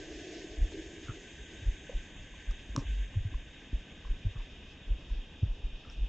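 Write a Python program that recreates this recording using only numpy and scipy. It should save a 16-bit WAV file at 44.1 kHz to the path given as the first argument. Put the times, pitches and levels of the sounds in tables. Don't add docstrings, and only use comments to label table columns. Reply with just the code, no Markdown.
import sys
import numpy as np
from scipy import signal
from scipy.fft import rfft, irfft, next_fast_len
from scipy.io import wavfile
from scipy.ndimage import uniform_filter1d

SR = 44100
rng = np.random.default_rng(int(sys.argv[2]) if len(sys.argv) > 2 else 0)


def field_ratio(decibels):
    return 10 ** (np.asarray(decibels, dtype=float) / 20)


def generate_wav(signal):
    frames = np.transpose(np.atleast_2d(signal))
    scaled = np.clip(frames, -1, 1) * 32767
    pcm = np.round(scaled).astype(np.int16)
    wavfile.write(sys.argv[1], SR, pcm)


N = 268172


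def rms_one(x):
    return x / np.sqrt(np.mean(x ** 2) + 1e-20)


def drift(rate_hz):
    r = np.exp(-80 * np.pi * rate_hz / SR)
    noise = rng.standard_normal(N // 40 + 2002)
    slow = signal.lfilter([1], [1, -2 * r, r * r], noise)[2000:]
    return np.interp(np.arange(N) / 40, np.arange(len(slow)), rms_one(slow))


def bumps(rows):
    t = np.arange(N) / SR
    return sum(db * np.exp(-((t - s) / length) ** 2) for s, db, length in rows)


def coloured(x, points, low_hz, high_hz):
    size = next_fast_len(N)
    hz = np.maximum(np.arange(size // 2 + 1) * SR / size, 1)
    point_hz, point_db = np.array(points).T
    gain = field_ratio(np.interp(np.log(hz), np.log(point_hz), point_db))
    inside = (hz >= low_hz) * (hz < high_hz)
    return irfft(rfft(x, size) * gain * inside, size)[..., :N]


def band_of(x, low_hz, high_hz):
    return coloured(x, [(1, 0), (SR, 0)], low_hz, high_hz)


def ring(clicks, hz, t60_s):
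    r = field_ratio(-60 / (t60_s * SR))
    w = 2 * np.pi * hz / SR
    return signal.lfilter([0, np.sin(w)], [1, -2 * r * np.cos(w), r * r], clicks + 1e-18)


def split(rows, rise_share):
    return [(s, db, hz, ms * rise_share, ms * (1 - rise_share)) for s, db, hz, ms in rows]


def swings(rows, sag, rough):
    out = np.zeros(N)
    flutter = np.array([drift(120.0), drift(240.0)])
    for s, db, hz, rise_ms, fall_ms in rows:
        first = max(round((s - rise_ms / 200) * SR), 0)
        last = min(round((s + fall_ms / 200) * SR), N)
        at = np.arange(first, last)
        t = at / SR - s
        age = 1000 * t / np.where(t < 0, rise_ms, fall_ms)
        turn = 2 * np.pi * hz * t * (1 - sag * np.tanh(age / 1.3))
        swing = (1 - rough + rough * flutter[0, at]) * np.sin(turn)
        swing += rough * flutter[1, at] * np.cos(turn)
        out[at] += field_ratio(db) * .5 ** (np.abs(age) ** 1.66) * swing
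    return out


# pitch_hz, level_db (per Hz)
STREET_COLOUR = [(12, -33), (20, 3), (56, -1.5), (74, -0.5), (101, -9.5), (140, -11), (272, -12.5),
                 (315, -13.5), (357, -17.5), (390, -17), (682, -23), (1480, -32.5), (1920, -56.5),
                 (3260, -120)]
# peak_s, rise_db, length_s
GUST_TIMES = [(0.0, 4, 0.13), (.9, 3, 0.27), (2.2, 6, .08), (2.88, 12.5, 0.1), (3.277, 12, .13),
              (4.62, 4, 0.14), (5.06, 7, .1), (5.32, 4, 0.054), (5.85, 3.5, 0.37)]


def street():
    traffic_noise, wind_noise = rng.standard_normal((2, N))
    wind_db = -55 + bumps(GUST_TIMES) + 1.7 * drift(13.0)
    traffic_db = -57 + 0.67 * drift(5.3)
    wind = field_ratio(wind_db) * rms_one(coloured(wind_noise, STREET_COLOUR, 22, 130))
    traffic = field_ratio(traffic_db) * rms_one(coloured(traffic_noise, STREET_COLOUR, 120, 1500))
    return wind + traffic


# pitch_hz, level_db (per Hz)
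HOLLOW_COLOUR = [(235, -18.5), (270, -7), (310, 5), (360, -0.5), (420, -2), (475, -9), (530, -16.5),
                 (600, -12.5)]
# peak_s, rise_db, length_s
ROOF_SURGES = [(.38, 2.5, 0.086), (.8, 6.5, 0.11), (1.15, 4.5, 0.036), (1.32, 2.5, 0.082), (1.53, 4, 0.033),
               (1.69, 5, 0.04), (1.85, 4.5, .04)]
# peak_s, rise_db, length_s
ROAR_SWELLS = [(.45, 5, 0.24), (.9, 5, 0.13), (1.25, 4.5, .12)]


def passage():
    t = np.arange(N) / SR
    fade_db = 9 * t
    low_db = -45.5 - fade_db + bumps(ROOF_SURGES) + 1.1 * drift(5.2)
    upper_db = -62.5 - 0.9 * fade_db + bumps(ROAR_SWELLS) + 1.6 * drift(3.9)
    gone_db = -20.0 * np.maximum(t - 2, 0)
    white = rng.standard_normal(N)
    low = field_ratio(low_db) * rms_one(coloured(white, HOLLOW_COLOUR, 235, 600))
    upper_colour = [(600, -0.5), (680, 0.5), (765, -4.5)]
    upper = field_ratio(upper_db) * rms_one(coloured(white, upper_colour, 600, 765))
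    return field_ratio(gone_db) * (low + upper)


# low_hz, high_hz, narrow_share (of frames)
WIDE_BANDS = [(3050, 3400, .06), (3400, 3820, .04), (3820, 4300, .04), (4300, 5000, .04), (5000, 5600, .12),
              (5600, 6200, .4), (6200, 6850, .975), (8300, 9000, .98)]
NARROW_TIMES = [2.765, 5.885]


def width():
    frame = 1024
    out, white, t = 0, rng.standard_normal(N), np.arange(N) / SR
    for low_hz, high_hz, narrow_share in WIDE_BANDS:
        kept = np.repeat(rng.random(N // frame + 2) > narrow_share, frame) * 1.
        smooth = uniform_filter1d(kept, size=256)[:N]
        out = out + band_of(white * smooth, low_hz, high_hz)
    for s in NARROW_TIMES:
        out = out * (1 - np.exp(-((t - s) / .016) ** 4))
    return out


# pitch_hz, level_db (per Hz)
HISS_COLOUR = [(1500, 3), (2400, -2), (3800, -6), (4800, -6), (5500, -4), (6050, -8), (7000, -10.5),
               (7600, -17), (7750, -23), (8400, -30.5), (9000, -30), (9600, -44)]
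HISS_EDGES_HZ = [1500, 2410, 3820, 6050, 9600]
# open_db, closes_db, closing_s, abruptness (no unit)
CLOSING = [(-58, 19.5, 6.56, 2.85), (-55.5, 3.5, 4.5, 1), (-60, 13, 1.22, 1.2), (-62, 18, 4.06, 2)]
WAVER_DB = [0.89, 0.87, 1.5, 0.47]
LIFTS = [.05, .05, .3, .1]
# start_s, end_s, rise_db
OPENING = (2.86, 3.05, 3.4)


def rain(grain_db, ragged_db, side_db):
    mid, side, t = rng.standard_normal(N), field_ratio(side_db) * width(), np.arange(N) / SR
    for low_hz in np.arange(7700, 9600, 200):
        patch_db = ragged_db * (low_hz - 7400) / 2000 * drift(18.0)
        mid = mid + (field_ratio(patch_db) - 1) * band_of(mid, low_hz, low_hz + 200)
    left_right = np.array([mid + side, mid - side])
    start_s, end_s, rise_db = OPENING
    opening_db = rise_db * uniform_filter1d(1. * (t > start_s) * (t < end_s), size=1800)
    shared, surge_db, out = drift(1.8), bumps(ROOF_SURGES), 0
    bands = zip(HISS_EDGES_HZ, HISS_EDGES_HZ[1:], CLOSING, WAVER_DB, LIFTS)
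    for low_hz, high_hz, closing, waver_db, lift in bands:
        open_db, closes_db, closing_s, abruptness = closing
        closed = 1 - np.exp(-(t / closing_s) ** abruptness)
        level_db = open_db - closes_db * closed + lift * surge_db + opening_db
        level_db += waver_db * (0.66 * shared + drift(15.0))
        level_db += grain_db * (low_hz / 6000) ** 2 * drift(90.0)
        out = out + field_ratio(level_db) * rms_one(coloured(left_right, HISS_COLOUR, low_hz, high_hz))
    return out


# peak_s, level_db, pitch_hz, length_ms (at half height)
SHELL_TAPS = [(.735, -51, 4200, 3.5), (1.085, -39, 1360, 3.2), (1.098, -42, 1325, 5.3),
              (1.108, -49, 1354, 9), (1.095, -36.5, 257, 5), (1.897, -34.5, 513, 6.9),
              (1.895, -54, 1010, 4), (2.342, -52, 1020, 5.6), (2.511, -47, 1250, 3.5),
              (2.692, -39, 300, 3.1), (2.755, -33, 272, 5), (2.757, -43, 575, 2.8),
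              (2.7795, -27, 272, 13.5), (2.7641, -27.5, 1040, 2.5), (2.7635, -45, 1800, 1.6),
              (2.78, -40, 553, 11), (2.842, -52, 694, 3.5), (2.778, -37.5, 1150, 4.5), (3.328, -43, 287, 7),
              (3.342, -47, 1045, 5), (3.731, -34.5, 262, 5.2), (4.051, -45.5, 1070, 4.6),
              (5.102, -54.5, 990, 4.8), (5.433, -32, 217, 3.9), (5.85, -52, 1340, 5.3),
              (5.9, -42, 5480, 2.2), (5.899, -41, 2730, 1.4), (5.901, -53.5, 1410, 5.5)]
# peak_s, level_db, pitch_hz, length_ms (at half height)
SHELL_TRICKLES = [(1.1, -51, 1347, 38), (1.135, -63, 1410, 18), (1.925, -47.5, 548, 42),
                  (2.8, -53, 1060, 61), (2.819, -43, 284, 32), (2.805, -67, 633, 40), (3.14, -61, 1050, 16),
                  (4.076, -54, 980, 13), (4.37, -55.5, 1123, 25), (4.405, -57.5, 1036, 26),
                  (5.875, -62, 1227, 57)]


def drops():
    taps = swings(split(SHELL_TAPS, 0.32), sag=.01, rough=0.14)
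    trickles = swings(split(SHELL_TRICKLES, 0.55), sag=.0, rough=0.66)
    return taps + trickles


# start_s, level_db, spray_db, spray_length_s
SHARP_DROPS = [
    (0.716, -61, -57, 0.0096),
    (2.509, -50, -53, 0.0053),
    (2.763, -26, -54.5, 0.047),
    (5.898, -61, -64.5, 0.037),
]
# pitch_hz, level_db, t60_s
COVER_TONES = [(1210, 0.5, 0.0042), (2400, -27.5, 0.0031), (5480, -1, 0.0063), (4100, -2.5, 0.0027),
               (6260, -5.5, 0.0044)]
# pitch_hz, level_db (per Hz)
FIZZ_COLOUR = [(900, 3), (3000, -13.5), (6000, -2.5), (8000, -16), (9480, -39)]


def cracks():
    clicks, spray, t = np.zeros(N), np.zeros(N), np.arange(N) / SR
    for s, db, spray_db, length_s in SHARP_DROPS:
        clicks[round(s * SR)] = -field_ratio(db)
        age = np.clip((t - s) / length_s - .2, 0, 9)
        spray += field_ratio(spray_db) * np.tanh(18.0 * age) * np.exp(-(age / 0.94) ** 3.1)
    fizz = rms_one(coloured(rng.standard_normal(N), FIZZ_COLOUR, 840, 9480))
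    ringing = sum(field_ratio(db) * ring(clicks, hz, t60_s) for hz, db, t60_s in COVER_TONES)
    return ringing + spray * fizz


# peak_s, level_db, pitch_hz, length_ms (at half height)
STEPS = [(0.629, -18, 41, 41), (1.685, -19, 41.6, 30), (1.961, -23, 33.6, 26), (2.5, -23, 38.2, 31),
         (3.174, -33, 46.1, 18), (3.355, -22.5, 42, 16.3), (3.748, -21, 43.4, 20),
         (4.112, -20.5, 32.8, 25.5), (4.267, -23, 40.6, 22), (4.401, -30.5, 37, 53), (4.919, -20, 42.8, 33),
         (5.124, -22.5, 40.3, 25), (5.189, -29.5, 33.5, 44), (5.444, -33, 53, 39), (5.508, -24, 34.2, 35),
         (5.653, -23, 35, 21.2), (6.029, -22, 43, 47)]
# peak_s, level_db, pitch_hz
SHAKES = [(.595, -23.5, 44.3), (0.627, -34, 63.3), (1.115, -41, 40.2), (1.419, -39.5, 55), (1.6, -49, 89.5),
          (1.676, -31.5, 86.5), (2.329, -42.5, 40.6), (2.81, -33, 40), (3.215, -31.5, 29.8),
          (4.066, -33.5, 38.7), (4.889, -30.5, 39.6), (4.916, -39.5, 75), (5.745, -31.5, 30),
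          (5.991, -29.5, 35)]
# peak_s, level_db, pitch_hz
SWAYS = [
    (2.923, -25.5, 49.6),
    (3.008, -26.5, 48),
]
# peak_s, level_db, pitch_hz, fall_ms
MOUNT_KNOCKS = [(0.624, -35, 77.7, 48), (1.096, -30, 116.4, 10), (1.629, -37.5, 98, 15),
                (2.702, -33, 52.8, 44), (2.7792, -25, 130, 11), (3.163, -29, 101, 13),
                (3.173, -23.5, 99, 15.4), (3.212, -36.5, 94, 7.5), (3.256, -27, 103.5, 21),
                (3.326, -39.5, 100, 6.3), (3.732, -34.5, 96, 5.5), (4.258, -25, 103.3, 23),
                (4.363, -32, 107, 4.9), (4.902, -42.5, 106.6, 7.4), (5.434, -16.5, 94, 7.8),
                (5.464, -32, 96.7, 2.9)]


def pole():
    rows = split(STEPS, 0.46)
    rebounds = [(s + 0.0395, db - 15, 37) for s, db, *_ in STEPS]
    rows += [(s, db, hz, 12, 15) for s, db, hz in list(SHAKES) + rebounds]
    rows += [(s, db, hz, 35.4, 35.4) for s, db, hz in SWAYS]
    for s, db, hz, fall_ms in MOUNT_KNOCKS:
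        rise_ms = max(4.76 - 0.05 * (db + 30), 1)
        rows.append((s, db, hz, rise_ms, fall_ms))
    return swings(rows, sag=0.07, rough=0.032)


def scene():
    shell = pole() + drops() + cracks()
    hiss = rain(grain_db=0.5, ragged_db=7.0, side_db=-4.5)
    return shell + street() + passage() + hiss


def roll_off(x):
    return signal.sosfilt(signal.butter(12, 9510, fs=SR, output="sos"), x)


def record(dry):
    wet_port = signal.cheby2(8, 40, 9900, fs=SR, output="sos")
    dull = signal.sosfilt(wet_port, dry)
    return roll_off(dull)


dry = scene()
out = record(dry)
generate_wav(out)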